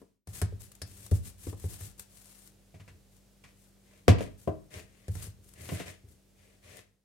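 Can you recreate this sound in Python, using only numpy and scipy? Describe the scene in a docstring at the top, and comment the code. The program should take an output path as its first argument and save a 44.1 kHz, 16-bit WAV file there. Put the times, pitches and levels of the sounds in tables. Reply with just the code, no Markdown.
"""Over a faint appliance hum, floury hands pat a lump of dough on a kitchen counter.
The counter thuds and rumbles under them, flour hisses, sticky dough ticks and an air pocket bursts.
Then the dough is slapped into a plastic bowl, which knocks and rings, and a hand wipes round its wall.
The work is close by, a little left of a small stereo microphone, in a small room with hard walls."""
import sys
import numpy as np
from scipy import signal
from scipy.fft import rfft, irfft, next_fast_len
from scipy.io import wavfile
from scipy.ndimage import map_coordinates

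SR = 44100
rng = np.random.default_rng(int(sys.argv[2]) if len(sys.argv) > 2 else 0)


def materialize(psi):
    """Save the field psi as 16-bit PCM at rate SR to the path in sys.argv[1].

    A 1-D psi becomes a single channel; in a 2-D psi each row is a channel.
    """
    bounded = np.clip(np.atleast_2d(psi).T, -1, 1)
    quanta = np.round(bounded * 32767).astype(np.int16)
    wavfile.write(sys.argv[1], SR, quanta)


N = 310462


def amp(db):
    """Decibels to gain."""
    return 10 ** (np.asarray(db) / 20)


def unit(x):
    """Scale to rms 1."""
    return x / np.sqrt(np.mean(x ** 2) + 1e-20)


def along(points, hz):
    """Read (Hz, value) points on a log frequency axis."""
    point_hz, values = np.transpose(points)
    return np.interp(np.log(hz + 1), np.log(point_hz + 1), values)


def wobble(rate):
    """A smooth random curve with rate knots a second."""
    knots = rng.standard_normal(int(N * rate / SR) + 4)
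    return map_coordinates(knots, [np.arange(N) * rate / SR])


def convolve(x, response):
    """Pass each channel through its impulse response."""
    return signal.fftconvolve(x, response, axes=1)[:, :N]


def highpass(x, order, hz):
    """Roll off the bass below hz."""
    return signal.sosfilt(signal.butter(order, hz, "highpass", fs=SR, output="sos"), x)


def colour(x, spectrum, size=4096):
    """Shape a sound with a minimum-phase filter of unit energy."""
    gain = amp(along(spectrum, np.fft.rfftfreq(size, 1 / SR)))
    cepstrum = irfft(np.log(gain))
    cepstrum[1:size // 2] *= 2
    cepstrum[size // 2 + 1:] = 0
    response = irfft(np.exp(rfft(cepstrum)))
    return convolve(x, response[None] / np.linalg.norm(response))


def stereo_noise(count, width):
    """White noise on two channels; width is side over mid."""
    mid, side = rng.standard_normal((2, count))
    return np.array([mid + width * side, mid - width * side])


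def add(track, start_s, sound):
    """Mix a sound into a track."""
    start = round(start_s * SR)
    part = sound[..., :N - start]
    track[:, start:start + part.shape[-1]] += part


def burst(t60, width, rise_s):
    """A contact: noise that builds up quickly and dies away."""
    t = np.arange(SR // 3) / SR
    return stereo_noise(len(t), width) * amp(-60 * t / t60) * (1 - np.exp(-t / rise_s))


def ring(modes, scatter_db, spread, tilt=0):
    """Damped modes of alternating sign; spread parts left and right in phase, tilt favours high modes."""
    t = np.arange(SR) / SR
    sides = np.array([[1], [-1]])
    ringing = np.zeros((2, SR))
    for k, (hz, db, t60) in enumerate(modes):
        weight = (-1) ** k * (hz / modes[0][0]) ** tilt
        decay = amp(db + scatter_db * rng.standard_normal() - 60 * t / t60)
        phase = sides * spread * rng.standard_normal()
        ringing += weight * decay * np.sin(2 * np.pi * hz * t + phase)
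    return ringing * (1 - np.exp(-t / 0.00019))


def strokes(rows, attack_share, release_s):
    """Gain per sample: each stroke takes hold over a share of its length, swells or eases, and lets go."""
    power = np.zeros(N)
    for start_s, length_s, end_db, swell_db in rows:
        t = np.maximum(np.arange(N) / SR - start_s, 0)
        attack = (1 - np.exp(-t / (attack_share * length_s))) ** 2
        hold = amp(end_db + swell_db * (np.minimum(t / length_s, 1) - 1))
        release = np.exp(-np.maximum(t - length_s, 0) / release_s)
        power += (attack * hold * release) ** 2
    return np.sqrt(power)


def friction(spectrum, grains_per_s, grain_share, flutter_db, width):
    """Powder under a sliding hand: fine hiss and single grains, in uneven slips."""
    caught = rng.random(N) < grains_per_s / SR
    grains = caught * rng.exponential(size=N) * stereo_noise(N, width)
    rub = stereo_noise(N, width) + grain_share * unit(grains)
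    slips = amp(flutter_db * wobble(110))
    return unit(colour(rub * slips, spectrum))


# An appliance, centred between the channels. Each row: frequency in Hz, relative level in dB.
HUM_PARTIALS = [(49.5, -65.5), (99, -70), (197, -66)]
# Still air all round the microphone. Each row: frequency in Hz, relative level in dB.
AIR_SPECTRUM = [(20, -22.5), (45, -25.5), (100, -3), (160, -6.5), (200, -21), (260, -11), (500, -13.5),
                (1050, -26), (4500, -26.5), (9000, -26.5), (15500, -33.5)]
# The level of hum and air together. Each row: time in seconds, gain in dB.
ROOM_TONE_LEVEL = [(0, 0), (0.15, -17), (0.25, -39), (0.28, 2), (6.75, -2), (7.04, -16.5)]


def room_tone():
    """An unsteady hum and room air; the level dips briefly near the start and fades at the end."""
    t = np.arange(N) / SR
    hum = sum(amp(db + wobble(2.9)) * np.sin(2 * np.pi * hz * t + 0.58 * wobble(6.9))
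              for hz, db in HUM_PARTIALS)
    air = amp(-65.5) * unit(colour(stereo_noise(N, width=0.66), AIR_SPECTRUM))
    times_s, gains_db = np.transpose(ROOM_TONE_LEVEL)
    return amp(np.interp(t, times_s, gains_db, left=-120, right=-120)) * (hum + air)


# The counter ringing. Each row: frequency in Hz, relative level in dB, seconds to fall 60 dB.
COUNTER_MODES = [(53.5, -23, 1), (81.4, 2, 0.18), (102, 2, 0.2), (117, -7, .12), (151.8, -7, 0.19),
                 (184.7, -19, 0.22), (266.5, -23, 0.077)]
# A pat's dull knock and its bright slap. Each row: frequency in Hz, relative level in dB.
PAT_KNOCK_SPECTRUM = [(30, -41), (90, -22), (200, 4), (330, 1.5), (520, -0.5), (700, -8), (900, -11),
                      (1200, -9.5), (2000, -14.5), (5000, -33.5)]
PAT_SLAP_SPECTRUM = [(100, -63), (300, -3), (620, 12), (950, -2), (1800, 9.5), (2700, -0.5), (3800, 0.5),
                     (5200, 1), (6800, 0.5), (9500, 5.5), (15500, -13)]
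# Dough and palm landing on the counter, close to the microphone.
# Each row: start in seconds, then relative levels of thud, knock and slap in dB.
DOUGH_PATS = [(0.016, -67, -51, -69.5), (0.272, -38.5, -55, -51), (0.416, -25, -38.5, -34),
              (0.523, -38.5, -48.5, -70), (0.817, -39, -52, -40), (1.114, -22, -32.5, -46),
              (1.468, -36, -43.5, -52.5), (1.527, -44, -47, -58), (1.64, -31, -41.5, -54.5),
              (1.809, -43.5, -57, -53), (5.081, -28, -45.5, -49.5), (5.153, -38.5, -52, -47.5),
              (5.267, -43, -59, -56)]


def pats():
    """Soft dough thumps the counter; the air squeezed from under it slaps."""
    limp_hz, firm_hz = 357, 3660
    thud, knock, slap = np.zeros((3, 2, N))
    for start_s, thud_db, knock_db, slap_db in DOUGH_PATS:
        firmness = amp(slap_db - max(thud_db, knock_db))
        cutoff_hz = min(limp_hz + firm_hz * firmness, SR / 4)  # a firmer pat knocks brighter
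        cushion = signal.butter(3, cutoff_hz, fs=SR, output="sos")
        counter = ring(COUNTER_MODES, scatter_db=-1.9, spread=0.076, tilt=-0.35)
        contact = signal.sosfilt(cushion, burst(t60=0.082, width=0.23, rise_s=0.00026))
        add(thud, start_s, amp(thud_db + 3.5) * counter)
        add(knock, start_s, amp(knock_db + 5) * contact)
        add(slap, start_s, amp(slap_db + 1.5) * burst(t60=0.041, width=0.89, rise_s=0.00022))
    return thud + colour(knock, PAT_KNOCK_SPECTRUM) + colour(slap, PAT_SLAP_SPECTRUM)


# Dry flour heard close up. Each row: frequency in Hz, relative level in dB.
FLOUR_SPECTRUM = [(200, -23), (550, -1.5), (900, -5.5), (1900, -3.5), (3400, -3), (5500, -2), (8500, 3.5),
                  (12000, 0), (15500, -8.5)]
# Floury skin brushing the dough.
# Each row: start in seconds, length in seconds, end level in dB, swell over the stroke in dB.
DOUGH_STROKES = [(0.285, 0.031, -60.5, -4.5), (0.327, .058, -46.5, 2.5), (0.59, 0.085, -62, -9.5),
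                 (0.84, 0.22, -53.5, 6), (1.12, 0.035, -47.5, 14), (1.21, 0.06, -45.5, 22),
                 (1.37, 0.13, -51, 6.5), (1.56, 0.1, -53, 7), (1.68, 0.063, -46.5, 2),
                 (1.775, 0.1, -51, -1.5), (1.975, .03, -54, 4.5), (2.06, .42, -61.5, -4),
                 (3.11, 0.064, -70.5, -2.5), (3.55, .14, -71, -3), (4.37, 0.068, -62, 1.5),
                 (5.1, 0.089, -52.5, 3.5), (5.205, 0.043, -47.5, 1.5), (5.42, .11, -66.5, -3),
                 (5.57, 0.18, -51, 6), (6.07, 0.054, -65.5, 5)]


def flour_hiss(on_dough, on_bowl):
    """Loose flour hisses under the hand on the dough, and more softly in the bowl."""
    hiss = friction(FLOUR_SPECTRUM, grains_per_s=1300, grain_share=0.79, flutter_db=2.0, width=1.0)
    return np.hypot(on_dough, amp(-9.5) * on_bowl) * hiss


# The counter shaking under a moving hand. Each row: frequency in Hz, relative level in dB.
RUMBLE_SPECTRUM = [(25, -25), (60, -6), (85, 7.5), (105, 1.5), (150, -5.5), (250, -14.5), (400, -17),
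                   (1200, -50)]
# Soft nudges against the counter. Each row: start in seconds, level in dB.
COUNTER_NUDGES = [(2.9, -55.5), (4.749, -49), (5.38, -57), (5.59, -53.5), (6.03, -55)]


def counter_rumble(on_dough, on_bowl):
    """Strokes and nudges shake the counter; dough held in the air cannot."""
    lifted_s, lowered_s, nudge_s = 2.05, 4.05, 0.021
    t = np.arange(N) / SR
    on_counter = (t < lifted_s) | (t > lowered_s)
    nudge_rows = [(start_s, nudge_s, db, 0) for start_s, db in COUNTER_NUDGES]
    nudges = strokes(nudge_rows, attack_share=0.15, release_s=0.059)
    pressure = amp(-1.5) * on_dough * on_counter + amp(-4) * on_bowl + nudges
    return pressure * unit(colour(stereo_noise(N, width=0.033), RUMBLE_SPECTRUM))


# Tacky dough parting from the skin. Each row: start in seconds, relative level in dB.
STICKY_TICKS = [(0.605, -46), (0.717, -43.5), (0.7505, -45), (1.063, -38), (1.1109, -37.5), (1.9945, -33),
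                (5.4892, -49.5), (5.5361, -47)]


def sticky_ticks():
    """Short bright ticks as the dough lets go of the fingers."""
    ticks = np.zeros((2, N))
    for start_s, db in STICKY_TICKS:
        add(ticks, start_s, amp(db - 3.5) * burst(t60=0.0253, width=1.0, rise_s=0.0011))
    return colour(ticks, FLOUR_SPECTRUM)


# An air pocket bursting under the palm. Each row: frequency in Hz, relative level in dB.
SMACK_SPECTRUM = [(1000, -28), (3800, -10), (4700, 10), (5600, 5.5), (6600, -4), (15000, -22)]


def air_smack():
    """Trapped air escapes through a narrow gap between palm and dough."""
    puff = np.zeros((2, N))
    add(puff, start_s=0.819, sound=amp(-37) * burst(t60=0.031, width=0.66, rise_s=0.00081))
    return colour(puff, SMACK_SPECTRUM)


# The plastic bowl: its body, its bright rim, its wall flexing and its base drumming on the counter. # Each row:
# frequency in Hz, relative level in dB, seconds to fall 60 dB.
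BOWL_MODES = [(320, -2, .32), (413, -2, .28), (480, -7, .12), (544, -5, .22), (636, 3, .24), (691, 0, .19),
              (770, -7, .1)]
RIM_MODES = [(984, 0.5, .09), (1084, -4, 0.048), (1265, -7, 0.075), (1935, 1.5, .13), (2270, 1.5, 0.12),
             (2700, -5.5, 0.1), (2880, -5.5, .13)]
FLEX_MODES = [(498, -3, 0.022), (695, -5, 0.017)]
BASE_MODES = [(143, 2, .16), (238, -10, .09), (274, -8, .14)]
# The knock and the slap of a blow on plastic. Each row: frequency in Hz, relative level in dB.
BOWL_KNOCK_SPECTRUM = [(30, -43.5), (80, -12), (150, 5), (215, 1), (270, -1.5), (340, -0.5), (520, -2),
                       (680, -4), (860, -25.5), (1050, -13), (1250, -25.5), (4000, -49)]
BOWL_SLAP_SPECTRUM = [(300, -5.5), (1100, -2.5), (1450, -1), (2200, 3.5), (3000, -1.5), (4100, -6),
                      (6500, -8.5), (10000, -13.5), (15500, -26)]
# Blows on the bowl, on the same counter.
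# Each row: start in seconds, then relative levels of thud, knock and slap in dB.
BOWL_BLOWS = [(2.742, -40.5, -52.5, -52.5), (2.798, -46, -60, -49.5), (2.878, -49, -61, -47.5),
              (3.438, -56.5, -62.5, -46.5), (4.081, -5.5, -16, -21.5), (4.091, -21.5, -29.5, -30.5),
              (4.184, -45, -40, -40.5), (4.207, -48, -31, -41.5), (4.475, -24.5, -23.5, -52),
              (5.69, -41, -43, -37.5), (5.719, -24, -37.5, -63.5), (5.8, -34.5, -40, -38)]


def bowl_blows():
    """The plastic wall bends, cracks and rings, and passes the blow on to the counter."""
    hard_contact_s, hard_db, doubling_db = 0.00019, -20.5, 6.5
    thud, knock, slap, wall = np.zeros((4, 2, N))
    for start_s, thud_db, knock_db, slap_db in BOWL_BLOWS:
        softness = (hard_db - max(knock_db, slap_db)) / doubling_db
        contact_s = hard_contact_s * 2 ** softness  # softer blows build up more slowly
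        add(thud, start_s, amp(thud_db - 10) * ring(COUNTER_MODES, scatter_db=3.2, spread=0.08, tilt=0.8))
        add(thud, start_s, amp(thud_db - 12) * ring(BASE_MODES, scatter_db=-2.0, spread=0.15))
        add(knock, start_s, amp(knock_db) * burst(t60=0.083, width=1.0, rise_s=contact_s))
        add(wall, start_s, amp(knock_db + 8.5) * ring(FLEX_MODES, scatter_db=-1.5, spread=0.066))
        add(wall, start_s, amp(knock_db - 13.5) * ring(BOWL_MODES, scatter_db=2.5, spread=1.0))
        first_touch = amp(slap_db + 7.5) * burst(t60=0.0084, width=0.96, rise_s=contact_s)
        dough_spreading = amp(slap_db - 2.5) * burst(t60=0.1, width=0.32, rise_s=contact_s + 0.003)
        add(slap, start_s, first_touch + dough_spreading)
        add(wall, start_s, amp(slap_db - 15.5) * ring(RIM_MODES, scatter_db=0.5, spread=0.53))
    return thud + wall + colour(knock, BOWL_KNOCK_SPECTRUM) + colour(slap, BOWL_SLAP_SPECTRUM)


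# Flour rasping on plastic. Each row: frequency in Hz, relative level in dB.
RASP_SPECTRUM = [(30, -37.5), (100, -5.5), (250, 1), (380, 4), (620, 5), (850, -9.5), (1050, -3.5),
                 (1400, -7.5), (1950, 3.5), (3200, -3.5), (4600, -8), (9000, -8.5), (15000, -25)]
# The hand wiping and dragging the bowl.
# Each row: start in seconds, length in seconds, end level in dB, swell over the stroke in dB.
BOWL_STROKES = [(3.44, 0.054, -66, 6), (3.82, 0.17, -67.5, -1), (4.205, 0.023, -49, 1),
                (4.695, 0.093, -49, 4.5), (4.85, 0.24, -67.5, 1), (5.15, .11, -61, -5.5),
                (5.53, .16, -54, 4.5), (5.7, 0.12, -47.5, -1), (5.85, 0.052, -49, -0.5),
                (6.34, 0.23, -72, -10), (6.61, .18, -55, 1.5)]


def bowl_wipe(on_bowl):
    """A floury hand rasps on the bowl wall and sets it ringing."""
    rasp = on_bowl * friction(RASP_SPECTRUM, grains_per_s=360, grain_share=0.62, flutter_db=1.5, width=0.89)
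    modes = ring(BOWL_MODES + RIM_MODES, scatter_db=5.5, spread=0.82)
    hollow = convolve(rasp, modes / np.linalg.norm(modes))
    return rasp + amp(-23) * hollow


# The hands work left of the microphone; the blows on the bowl sit nearer the middle.
# Each row: frequency in Hz, left minus right in dB.
HANDS_BALANCE = [(100, 1), (180, -1), (330, 5.5), (620, 4), (1200, 5.5), (2400, 2.5), (4500, 4), (8000, 7),
                 (15000, 10)]
BOWL_BALANCE = [(100, 0), (170, -2.5), (300, 7), (450, 1.5), (680, 0.5), (1200, 8.5), (2100, 0.5),
                (3400, 3), (8000, 4.5), (15000, 4.5)]


def place(x, balance):
    """Share each frequency between the left and right of the microphone."""
    size = next_fast_len(N + SR // 2)
    lean_db = along(balance, np.fft.rfftfreq(size, 1 / SR))
    return irfft(rfft(x, size) * amp([lean_db / 2, -lean_db / 2]), size)[:, :N]


# Counter, door and cupboard, near the microphone.
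# Each row: left delay in seconds, right delay in seconds, level in dB.
EARLY_ECHOES = [(.0009, 0.0011, -27.5), (.0029, 0.0025, -14), (.0052, .0064, -16.5), (.0118, .0101, -15)]


def early_echoes(x):
    """Close surfaces send back the treble, a little later at one side than at the other."""
    taps = np.zeros((2, SR // 20))
    for left_s, right_s, db in EARLY_ECHOES:
        taps[0, round(left_s * SR)] = taps[1, round(right_s * SR)] = amp(db)
    return convolve(x, highpass(taps, order=1, hz=500))


# The small kitchen dying away. Each row: frequency in Hz, seconds to fall 60 dB.
KITCHEN_DECAY = [(120, 0.52), (500, 0.28), (1500, 0.36), (5000, 0.29), (14000, 0.084)]


def kitchen_reverb(x):
    """Hard walls answer 6 ms later with a diffuse tail, different at each side."""
    hz, t, noise = signal.stft(rng.standard_normal((2, SR)), SR, nperseg=256)
    decay = amp(-60 * t / along(KITCHEN_DECAY, hz)[:, None])
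    _, tail = signal.istft(noise * decay, SR, nperseg=256)
    tail = highpass(tail / np.linalg.norm(tail[0]), order=2, hz=135)
    delayed = np.pad(x, ((0, 0), (round(0.006 * SR), 0)))
    return convolve(delayed, tail)


def scene():
    """Hands and bowl as they reach the microphone, with the kitchen's echoes and room tone."""
    on_dough = strokes(DOUGH_STROKES, attack_share=0.095, release_s=0.024)
    on_bowl = strokes(BOWL_STROKES, attack_share=0.15, release_s=0.028)
    contacts = pats() + sticky_ticks() + air_smack()
    rubbing = flour_hiss(on_dough, on_bowl) + bowl_wipe(on_bowl) + counter_rumble(on_dough, on_bowl)
    work = place(contacts + rubbing, HANDS_BALANCE) + place(bowl_blows(), BOWL_BALANCE)
    return work + early_echoes(work) + amp(-10) * kitchen_reverb(work) + room_tone()


def record(dry):
    """The deep bass is rolled off, and the highest treble is cut off."""
    top_hz = 15850
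    size = next_fast_len(N + SR // 2)
    thin = highpass(dry, order=3, hz=38)
    in_band = np.fft.rfftfreq(size, 1 / SR) < top_hz
    return irfft(rfft(thin, size) * in_band, size)[:, :N]


dry = scene()
out = record(dry)
materialize(out)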